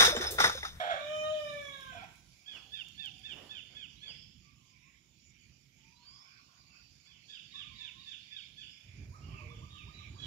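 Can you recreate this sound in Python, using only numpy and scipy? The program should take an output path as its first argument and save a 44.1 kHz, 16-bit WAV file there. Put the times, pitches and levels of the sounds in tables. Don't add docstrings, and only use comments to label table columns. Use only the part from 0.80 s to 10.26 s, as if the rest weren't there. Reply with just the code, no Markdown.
import sys
import numpy as np
from scipy import signal
from scipy.fft import rfft, irfft, next_fast_len
from scipy.io import wavfile
from scipy.ndimage import uniform_filter1d, map_coordinates

SR = 44100
rng = np.random.default_rng(int(sys.argv[2]) if len(sys.argv) > 2 else 0)


def generate_wav(sig):
    pcm = np.round(np.clip(np.atleast_2d(sig).T, -1, 1) * 32767).astype(np.int16)
    wavfile.write(sys.argv[1], SR, pcm)


N = 417186
T = np.arange(N) / SR

# start_s, pitch_hz, level_db (before the throat), overtones_db (added)
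CROW = [(.16, 580.6, -47, 2), (.2, 578, -42.5, 0.5), (.32, 612, -36, -3), (.43, 614.5, -35.5, -1),
        (.53, 618.5, -33, -14.5), (.594, 608.3, -35.5, -6.5), (.645, 592.7, -40, -5.5),
        (.69, 591.8, -37.5, -2), (.81, 573.6, -40.5, -4), (.92, 556.8, -47, 1.5), (1.096, 522, -61.5, 14),
        (1.164, 492, -58.5, 4.5), (1.21, 452, -62, 11)]
# partial_number, level_db (against the ninth)
UPPER_PARTIALS = [(9, -2.5), (10, -1.5), (11, -8), (12, -18), (14, -7.5)]
# frequency_hz, gain_db
THROAT = [(480, -9), (560, -10.5), (615, 1.5), (1100, -11.5), (1230, -11), (1580, -5), (1750, -16),
          (2150, -22.5), (2320, -6), (2400, -12.5), (2470, -17), (2900, -30.5), (3030, -11), (3110, -14),
          (3350, -9), (3700, -29.5), (4900, -41), (5500, -29.5)]
FADING_DB, FADING_PER_S = 1.8, 14.2


def clear_voice():
    hz, level_db, over_db = curves(CROW)
    phase = tone(hz, jitter=0.0023)
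    stack = [(k, along(THROAT, k * hz)) for k in range(1, 7)]
    stack += [(k, along(THROAT, 9 * hz) + db) for k, db in UPPER_PARTIALS]
    voice = np.zeros(N)
    for k, throat_db in stack:
        partial_db = level_db + throat_db + 0.83 * wobble(25)
        if k > 1:
            partial_db += over_db + 2.7 * wobble(40.0) + FADING_DB * wobble(FADING_PER_S)
        voice += np.sqrt(2) * amp(partial_db) * np.sin(k * phase + k * k)
    return window(CROW) * voice


# start_s, lowest_resonance_db, upper_resonances_db, lowest_resonance_hz
RASP = [
    [(0.0, -40, -34.5, 707), (0.016, -34, -36.5, 690), (0.072, -37, -40, 688), (0.118, -32, -35.5, 689.7),
     (0.218, -48.5, -46, 639), (0.26, -79, -71, 634)],
    [(1.11, -78, -70, 738), (1.134, -50, -52.5, 720), (1.17, -48, -52, 682), (1.208, -65, -56, 759),
     (1.238, -45.5, -51.5, 754), (1.3, -87, -73, 763)],
]
# frequency_hz, width_hz, level_db (relative)
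BEAK = [(1524, 630, 2.5), (2145, 210, -0.5), (3360, 380, 0.5), (6390, 790, -24.5)], [(1435, 680, -5),
        (2440, 210, 4.5), (3350, 300, 1.5)]


def hoarse_voice():
    rasp = np.zeros(N)
    for rows, beak in zip(RASP, BEAK):
        low_db, high_db, low_hz = curves(rows)
        stutter = amp(1.5 * wobble(69.3))
        uneven_strength = np.tanh(0.76 + 0.77 * wobble(230))
        low = unit(uneven_strength * np.sin(tone(low_hz, jitter=0.02)))
        high = unit(filtered(stutter * rng.standard_normal(N), resonant(beak)))
        rasp += window(rows) * (amp(low_db) * low + amp(high_db) * high)
    return rasp


def rooster():
    # (Hz, radians the left port leads)
    lean = [(600, 0.0), (1250, -6.0), (1850, -7.5), (2400, -8), (3100, -6), (6000, -22)]
    skew = [(610, 0.73), (1220, 4.34), (1830, 4.7), (2440, 8.2), (3050, 11.4), (8000, 28.4)]
    spread = [(600, -6.0), (1200, 0), (3000, 2)]
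    voice, rasp = clear_voice(), hoarse_voice()
    clear = ports(voice + filtered(trees(voice), coloured(spread)), lean, skew)
    hoarse_lean = [(600, -4.0), (1500, -6.5), (3400, -8.0)]
    hoarse = ports(rasp + amp(-7.5) * trees(rasp), hoarse_lean, SKEW)
    return clear + hoarse


# start_s, even_fall_share and steep_fall_share (of the top pitch), level_db (relative),
# third_partial_db (relative), roughness (0-1, before each line's share)
CHEEP = [(0, 0.919, .94, -43, -12.5, .05), (.006, .915, 0.97, -6.5, -37, .05),
         (0.018, 0.94, 0.96, -4.5, -10, .05), (.024, 0.98, 0.98, 3.5, -11, 0.13),
         (.045, 0.96, 0.95, -1, -1.7, 0.37), (.065, .92, 0.98, 3.5, -3.5, 0.71),
         (.085, .85, .89, 4.5, -3.5, 0.37), (.105, .76, .72, 5, -10, 0.22),
         (0.117, .69, .6, -3.5, -14, 0.14), (0.127, 0.84, .55, -47, -24, .3)]
# start_s, top_pitch_hz, direct_db, echo_db (both before shape and throat), pace,
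# lateness_of_fall (0-1)
CHEEPS = [(.195, 962, -56, -52.5, 1.58, 0.27), (.432, 960, -54.5, -54.5, 0.92, 0.79),
          (.672, 970, -54, -59, 1.24, 0.71), (.915, 967, -56, -58, 1.09, 0.82),
          (1.655, 873, -49, -52.5, 0.87, 0.27), (1.915, 912, -45.5, -51.5, 1.005, 0.23),
          (2.172, 920, -46.5, -54, 0.93, 0.03), (2.43, 913, -47.5, -51.5, 0.99, 0.08),
          (2.688, 900, -47.5, -50.5, 0.96, 0.21), (2.945, 877, -49.5, -54, 0.92, 0.81),
          (3.21, 887, -51.5, -53, 0.96, 0.32), (6.25, 890, -68.5, -66.5, 0.98, 0.26),
          (6.472, 944, -69.5, -57, 1.2, 0.8), (6.478, 877.5, -54.5, -52, 1.01, 0.53),
          (6.705, 980, -61, -56, 1.13, 0.86), (6.735, 909, -51, -53.5, 1.04, 0.76),
          (6.945, 990, -62, -59.5, 1.2, 0.72), (6.985, 917, -50, -54, 0.96, 0.91),
          (7.175, 977, -60, -65, 0.94, 0.84), (7.255, 917, -51.5, -51.5, 1.1, 0.89),
          (7.505, 900.5, -51, -54, 1.02, 0.99), (7.765, 885, -54.5, -50, 1.3, 0.84),
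          (8.11, 605, -65, -56, 1, 0.4), (8.41, 735, -62, -61, 0.72, 0.48),
          (8.68, 900, -66, -62, 1.09, 0.5), (8.89, 959, -67, -58.5, 1.3, 0.83),
          (9.13, 1011, -62.5, -60, 1.34, 0.86), (9.38, 1027, -66, -56, 1.2, 0.65),
          (9.38, 865, -53, -47, 1.1, 0.98)]
# frequency_hz, gain_db
SYRINX = [(1150, -37.5), (1400, -22), (1750, -8), (2200, -12), (2700, 1), (3400, 6), (4100, 10)]
# frequency_hz, gain_db
BREATH = [(3600, -54.5), (4400, -6.5), (5000, -9), (6500, -10.5), (8500, -31), (15000, -44)]


def cheeps():
    direct, echo = np.zeros(N + SR), np.zeros((2, N + SR))
    t = np.arange(SR // 5) / SR
    s, even, steep, shape_db, third_db, rough = np.transpose(CHEEP)
    flutter = np.pad([wobble(500) for k in range(3)], ((0, 0), (0, SR)))
    for i, (start, top_hz, direct_db, echo_db, pace, late) in enumerate(CHEEPS):
        at, now = round(start * SR), t * pace
        here = slice(at, at + len(t))
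        slow = even + .12 * late * (1 - even)
        shapes = slow, slow, even + late * (steep - even)
        lines = [k * np.interp(now, s, shape) for k, shape in zip((2, 3, 4), shapes)]
        hz = top_hz * uniform_filter1d(lines, size=300)
        share = np.clip(np.interp(now, s, rough) * np.array([[.7], [.75], [1]]), 0, 1)
        breaking = 1 - share + share * flutter[:, here]
        waves = np.sin(2 * np.pi * np.cumsum(hz, axis=1) / SR)
        second, third, top_line = amp(along(SYRINX, hz)) * waves * breaking
        call = second + amp(np.interp(now, s, third_db)) * third + top_line
        call *= amp(np.interp(now, s, shape_db, right=-120))
        higher = top_hz > 935
        tail_db = higher * 270 * np.clip(now - .04, 0, 1)
        direct[here] += amp(direct_db - tail_db) * call
        echo[i % 2, here] += amp(echo_db) * call
    direct, echo = direct[:N], echo[:, :N]
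    breath = uniform_filter1d(np.abs(echo.sum(0)), size=900) * rng.standard_normal(N)
    scatter = [(1500, -2.5), (2200, -3.5), (3000, 0.93)]  # (Hz, dB)
    echoes = filtered(trees(echo[0]) + trees(echo[1]), coloured(scatter))
    return direct + filtered(breath + trees(breath), coloured(BREATH)) + echoes


# start_s, peak_db (before colour), left_right_db, knock_db (against the snap)
TICKS = [(0.2522, -64, -13.0, -18), (0.4374, -51, -7, -9), (0.738, -51.5, -13.5, -14),
         (1.0088, -51, -17, -4), (1.2418, -54.5, -20, -7), (1.3578, -53, -22.5, -14),
         (2.085, -48.5, -9.5, -6), (2.2574, -43.5, -24, -9.5), (2.3936, -53, -16, -11),
         (4.3875, -65, -5, -4)]
# frequency_hz, gain_db
SNAP = [(2000, -38), (5000, -4), (7500, 3.5), (9000, -3.5), (12000, -6), (15500, -7)]
# frequency_hz, gain_db
KNOCK = [(1200, -31), (2300, -2), (5000, 8), (7000, -17)]


def ticks():
    high, low, t = np.zeros((2, N)), np.zeros((2, N)), np.arange(300) / SR
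    for s, db, pan_db, low_db in TICKS:
        here = slice(round(s * SR), round(s * SR) + len(t))
        decay = amp(db - 60 * t / 0.013)
        snap = sides(pan_db)[:, None] * decay * rng.standard_normal(len(t))
        high[:, here] += snap
        low[:, here] += amp(low_db) * snap
    return filtered(high, coloured(SNAP)) + filtered(low, coloured(KNOCK))


# start_s, body_db, hiss_db
RUSTLE = [(0, -73.5, -57.5), (.1, -66.5, -65), (1.0, -66, -61.5), (1.5, -80, -71), (2.2, -78, -70),
          (3.0, -77.5, -77), (3.5, -84, -79.5), (6.4, -81, -80.5), (7.3, -80.5, -77.5), (8.0, -78, -77.5),
          (8.55, -65.5, -74.5), (9.0, -75.5, -76.5), (9.46, -65.5, -76)]
# start_s, level_db, hold_s
SCUFFS = [(.34, -65.5, 0.13), (1.24, -68, 0.011), (1.76, -59, 0.013), (2.0, -82, 0.029),
          (2.53, -58.5, 0.14), (2.94, -67.5, 0.0073), (3.28, -67, 0.026)]
# frequency_hz, level_db_per_hz (relative)
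BODY = [(200, -10), (350, -9), (700, -10), (1200, -14.5), (2000, -13.5), (3000, -42)]
# frequency_hz, level_db_per_hz (relative)
HISS = [(2470, -39.5), (4200, -0.5), (4390, -13), (5370, -1), (6760, -7), (8150, -14), (10300, -7.5),
        (11000, -14), (14000, -14), (15500, -17.5)]
SCUFF_HISS_DB = -11.5


def rustle():
    body_db, hiss_db = curves(RUSTLE)
    scuffs = swells(SCUFFS, rise_s=0.053, fall_s=0.12)
    grain = amp(1.02 * wobble(150) + 0.73 * wobble(11.0))
    body = (amp(body_db) + scuffs) * rush(coloured(BODY), patchy_db=2.5)
    hiss_gain = amp(hiss_db) + amp(SCUFF_HISS_DB) * scuffs
    hiss = hiss_gain * unit(grain * rush(coloured(HISS), patchy_db=3.5))
    return body * sides(-7.0)[:, None] + hiss * sides(-3.5)[:, None]


# start_s, level_db (before the random lumps), hold_s
GUSTS = [(8.06, -54.5, 0.046), (8.15, -46, 0.089), (8.265, -48, 0.05), (8.4, -46, 0.071),
         (8.49, -42.5, .06), (8.58, -47, 0.038), (8.67, -50, .06), (8.775, -44.5, 0.054),
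         (8.87, -51.5, 0.073), (9.02, -48, .06), (9.15, -51.5, 0.081), (9.285, -48, 0.065),
         (9.395, -46, 0.067)]
# frequency_hz, level_db_per_hz (relative)
THUMP = [(15, -45), (25, -36), (43, -2), (102, 6), (254, -15.5), (393, -18.5), (454, -28), (533, -36),
         (616, -24), (800, -79), (1040, -70), (1760, -120)]


def gusts():
    lumps = swells(GUSTS, rise_s=0.027, fall_s=.07) * amp(2.5 * wobble(25))
    return lumps * rush(coloured(THUMP), patchy_db=1.0) * sides(-4.5)[:, None]


# start_s, level_db (before fading and the direct and echo gains),
# held_pitch_hz, starting_pitch_share, hold_s
SCOOPS = [(8.332, -54, 1277, 0.76, 0.11), (8.478, -58.5, 1198, 0.87, .01),
          (8.533, -50.5, 1215, 0.87, 0.023), (8.602, -54.5, 1160, .76, 0.045), (8.699, -58, 1209, .77, .09),
          (8.822, -55, 1217, 0.8, 0.11), (8.949, -53.5, 1215, .98, 0.078), (9.079, -60, 1240, 0.77, 0.16),
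          (9.207, -58, 1215, .98, 0.044), (9.351, -59.5, 1200, 0.72, .08)]
SLIDE_HZ_PER_S, SAG = 16900, .05
ACCENT_S, ACCENT_DB, SCOOP_FADE_DB_PER_S = 0.019, 11.5, 46


def scoops():
    notes = []
    for s, db, hz, share, hold in SCOOPS:
        top = s + abs(1 - share) * hz / SLIDE_HZ_PER_S + .001
        settled, soft_db = top + 1.4 * ACCENT_S, db - ACCENT_DB
        notes.append([(s, share * hz, db - 6.5),
                      (top, hz, db),
                      (top + ACCENT_S, (1 - SAG) * hz, db - ACCENT_DB / 2),
                      (settled, hz, soft_db),
                      (settled + hold, hz, soft_db - SCOOP_FADE_DB_PER_S * hold)])
    return far_calls(notes, jitter=0.0104, dry_db=-2.0, wet_db=-4.5, fading_db=1.8)


# start_s, length_s, first_hz, last_hz, level_db (before fading and direct and echo gains)
WHISTLES = [(.5, 0.21, 4000, 5230, -70), (3.17, 0.26, 3800, 5410, -62.5), (5.165, .29, 3930, 5390, -64),
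            (5.2, 0.28, 2880, 3560, -75.5), (7.69, 0.31, 3830, 5330, -69)]


def whistles():
    notes = glides(WHISTLES, bend=1.5, loudest=0.57, edge_db=16.5)
    return far_calls(notes, jitter=0.00286, dry_db=3.0, wet_db=4.6, fading_db=5)


# start_s, length_s, first_hz, last_hz,
# level_db (before fading and the direct and echo gains)
FALLS = [(5.9, 0.059, 2720, 2597, -67), (6.27, 0.19, 3550, 2380, -71), (8.48, .2, 3290, 2190, -60.5),
         (8.9, .16, 3670, 2276, -62)]


def falling_calls():
    notes = glides(FALLS, bend=1.3, loudest=0.61, edge_db=6.5)
    return far_calls(notes, jitter=0.026, dry_db=-0.5, wet_db=4.0, fading_db=4)


# start_s (within the phrase), pitch_hz, level_db (relative)
FAR_CROW = [(0, 1153, 0), (.07, 1172, -3), (.12, 1150, -8.5), (.2, 1027, -7), (.36, 985, -12),
            (.44, 1088, -4), (.5, 1085, -18), (.55, 1086, -22)]
# start_s, level_db (before fading and the direct and echo gains)
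FAR_CROWS = [(3.639, -70.5), (6.75, -62.5)]
# start_s, pitch_hz, level_db (before fading and direct and
LOW_CROWS = [
    [(1.62, 717, -75), (1.66, 717, -64), (1.7, 725, -86), (1.85, 773, -74), (2.13, 773, -88),
     (2.25, 775, -68.5), (2.49, 742, -84)],
    [(4.98, 872, -81), (5.2, 984, -69.5), (5.3, 1048, -73.5), (5.45, 1110, -72.5), (5.7, 1110, -78),
     (5.8, 1094, -84)],
    [(8.54, 620, -72), (8.63, 606, -66), (8.72, 606, -78)],
    [(8.6, 440, -74), (8.7, 466, -61), (8.83, 443, -73)],
]
# start_s, level_db, hold_s
FAR_RASP = [(5.27, -70, 0.36), (5.7, -66.5, 0.08), (5.95, -71.5, .03), (6.27, -72.5, 0.024)]
# frequency_hz, width_hz, level_db (relative)
FAR_THROAT = [(770, 170, -8.5), (1148, 280, 1.5), (1400, 300, -0.5), (1750, 380, -20)]


def far_roosters():
    rasp = swells(FAR_RASP, rise_s=0.1, fall_s=0.12) * rush(resonant(FAR_THROAT), patchy_db=5.5)
    crows = [np.add(FAR_CROW, (s, 0, db)) for s, db in FAR_CROWS]
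    return rasp + far_calls(crows + LOW_CROWS, jitter=0.024, dry_db=-5, wet_db=-2, fading_db=4.5)


# start_s, level_db (before the throb and random wavering)
THROBBING = [(0, -84), (1.0, -90), (1.7, -63), (3.35, -67.5), (3.6, -70), (4.1, -81), (5.0, -71),
             (5.4, -67), (6.3, -63.5), (7.5, -61), (8.1, -69.5), (9.46, -69.5)]
# frequency_hz, width_hz, level_db (relative)
NOISE_BANDS = [(4667, 790, 0)], [(2337, 450, 0)]
THROBS_PER_S, THROB_AT_S, THROB_DB = 4.2, 5.8, 2.5


def insects_and_cheep_tops():
    throb = THROB_DB * (np.cos(2 * np.pi * THROBS_PER_S * (T - THROB_AT_S)) - 1)
    level_db = curves(THROBBING)[0] + throb + 1.7 * wobble(6.9)
    return amp(level_db) * rush(resonant(NOISE_BANDS[0]), patchy_db=3.5)


# start_s, level_db, hold_s
BLUR = [(1.2, -58.5, .06), (1.76, -62.5, 0.027), (2.2, -71, 0.037), (2.52, -66, 0.06), (2.9, -69, .05),
        (3.3, -65.5, 0.034), (3.7, -70.5, 0.055), (4.08, -69.5, 0.074), (4.56, -74.5, 0.14),
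        (5.08, -71.5, 0.028), (5.26, -79, .02), (5.54, -70.5, 0.046), (5.98, -72, 0.023), (6.4, -72, .05),
        (6.82, -65.5, 0.14), (7.08, -62.5, 0.024), (7.32, -68.5, 0.03), (7.52, -63.5, 0.12),
        (8.0, -61.5, 0.18), (8.61, -58.5, 0.056), (9.05, -62, 0.23)]
BLUR_BED_DB = -77.5


def cheep_blur():
    gain = amp(BLUR_BED_DB) + swells(BLUR, rise_s=0.25, fall_s=0.11)
    return gain * rush(resonant(NOISE_BANDS[1]), patchy_db=3.5)


# frequency_hz, level_db_per_hz (relative)
AIR = [(240, -49), (400, -34.5), (727, -35.5), (914, -27), (1820, -29.5), (2440, -12.5), (2970, -6),
       (3680, -9), (4430, -22.5), (4710, -12), (5660, -6.5), (7010, -10.5), (8420, -38), (13500, -23),
       (15500, -30.5)]
AIR_DB = -69


def yard_air():
    return amp(AIR_DB) * rush(coloured(AIR), patchy_db=3.5)


# start_s, level_db
DRONE = [(0, -58.5), (.6, -59), (1.2, -59.5), (1.6, -68.5), (2.0, -63.5), (2.6, -62.5), (3.3, -62),
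         (4.15, -68), (4.6, -66), (5.4, -69.5), (6.4, -69), (6.7, -64), (7.6, -69), (7.85, -62.5),
         (8.1, -77.5), (8.5, -62), (9.46, -63)]
# frequency_hz, level_db_per_hz (relative)
LOWS = [(18, -41.5), (30, -28), (48, -1.5), (81, -3), (138, -1), (254, -10), (357, -17.5), (382, -22.5),
        (700, -47), (910, -61), (1540, -120)]
DRONE_PAN_DB = -10


def drone():
    level_db = curves(DRONE)[0] + 0.42 * wobble(11)
    return amp(level_db) * sides(DRONE_PAN_DB)[:, None] * rush(coloured(LOWS), patchy_db=2.0)


def far_calls(tables, jitter, dry_db, wet_db, fading_db):
    line = np.zeros(N)
    for rows in tables:
        hz, db = curves(rows)
        line += window(rows) * np.sqrt(2) * amp(db) * np.sin(tone(hz, jitter))
    return amp(dry_db + fading_db * wobble(35)) * line + amp(wet_db) * trees(line)


# frequency_hz, t60_s
TREES = [(500, 0.52), (3000, 0.73), (8000, 0.97)]


def trees(x):
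    hz, t, z = signal.stft(rng.standard_normal((2, SR)), SR, nperseg=256)
    decay = amp(-60 * t / along(TREES, hz)[:, None])
    tail = signal.istft(z * decay, SR, nperseg=256)[1]
    delayed = np.pad(x, (400, 0))[None]
    return signal.fftconvolve(delayed, tail / np.linalg.norm(tail[0]), axes=1)[:, :N]


# frequency_hz, correlation
ALIKE = [(40, 0.89), (130, 1), (290, 0.85), (640, 0.2), (1400, 0.69), (3000, 0.26), (7000, 0.074),
         (15000, 0.014)]


def rush(colour, patchy_db):
    z = signal.stft(rng.standard_normal((2, N)), nperseg=512)[2]
    field = uniform_filter1d(uniform_filter1d(rng.standard_normal(z.shape[1:]), 6, 0), 14, 1)
    pair = signal.istft(z * amp(patchy_db * unit(field)), nperseg=512)[1][:, :N]

    def mid_side(hz):
        turn = np.arccos(np.clip(along(ALIKE, hz), -1, 1)) / 2
        return colour(hz) * [np.cos(turn), np.sin(turn)]

    mid, side = filtered(pair, mid_side)
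    return unit(np.array([mid + side, mid - side]))


# frequency_hz, left_right_db
PORTS = [(60, -9), (110, -11.0), (200, -21.5), (380, -3.5), (700, -5.5), (1290, -9.5), (2380, -16),
         (4400, -9.5), (8120, -14.5), (15000, 5.5)]
# frequency_hz, phase_rad
SKEW = [(60, .1), (400, 0.59), (650, 0.54), (1200, 2.05), (1700, 3.83), (2300, 4.6), (3300, 8.5),
        (6000, 20), (15000, 33)]


def ports(x, balance, skew):
    def response(hz):
        half_lead = .5j * along(skew, hz) * np.array([[1], [-1]])
        return sides(along(balance, hz)) * np.exp(half_lead)

    return filtered(x, response)


def sides(db):
    left = amp(db)
    return np.array([2 * left, 2 + 0 * left]) / (1 + left)


def swells(rows, rise_s, fall_s):
    power = 0
    for s, db, hold in rows:
        outside = np.clip(np.maximum((s - T) / rise_s, (T - s - hold) / fall_s), 0, 9)
        power = power + amp(2 * db - 35.5 * outside)
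    return np.sqrt(power)


def glides(rows, bend, loudest, edge_db):
    u = np.linspace(0, 1, 9)
    notes = []
    for s, length, first, last, db in rows:
        hz = first + (last - first) * (1 - (1 - u) ** bend)
        level_db = db - edge_db * ((u - loudest) / loudest) ** 2
        notes.append(np.transpose([s + length * u, hz, level_db]))
    return notes


def tone(hz, jitter):
    return 2 * np.pi * np.cumsum(hz * (1 + jitter * wobble(60))) / SR


def wobble(rate):
    return map_coordinates(rng.standard_normal(int(N * rate / SR) + 4), [T * rate])


def filtered(x, response):
    m = next_fast_len(N + SR // 2)
    return irfft(rfft(x, m) * response(np.fft.rfftfreq(m, 1 / SR)), m)[..., :N]


def resonant(modes):
    def response(f):
        return sum(amp(db) * (1j * f * w / (c * c - f * f + 1j * f * w)) ** 2 for c, w, db in modes)

    return response


def coloured(points):
    return lambda f: amp(along(points, f))


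def along(points, hz):
    f, v = np.transpose(points)
    return np.interp(np.log(hz + 1), np.log(f + 1), v)


def curves(rows):
    s, *cols = np.transpose(rows)
    return [np.interp(T, s, c) for c in cols]


def window(rows, fade=0.018):
    return np.clip(np.minimum(T - rows[0][0] + fade, rows[-1][0] + fade - T) / fade, 0, 1)


def amp(db):
    return 10 ** (np.asarray(db) / 20)


def unit(x):
    return x / np.sqrt(np.mean(x ** 2) + 1e-20)


def scene():
    birds = cheeps() + scoops() + whistles() + falling_calls()
    distance = far_roosters() + insects_and_cheep_tops() + cheep_blur() + yard_air()
    return rooster() + ports(birds + distance, PORTS, SKEW) + rustle() + gusts() + drone() + ticks()


# frequency_hz, gain_db
CAPSULE = [(5800, -1.12), (6280, -7), (6800, 3.5), (7800, 0), (8050, -9), (9000, -2.5)]
TOP_HZ = 15700


def record(dry):
    def response(hz):
        bass_cut = np.sqrt(1 + (44 / (hz + 1)) ** 8)
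        return amp(along(CAPSULE, hz)) * (hz < TOP_HZ) / bass_cut

    return filtered(dry, response)


dry = scene()
out = record(dry)
generate_wav(out)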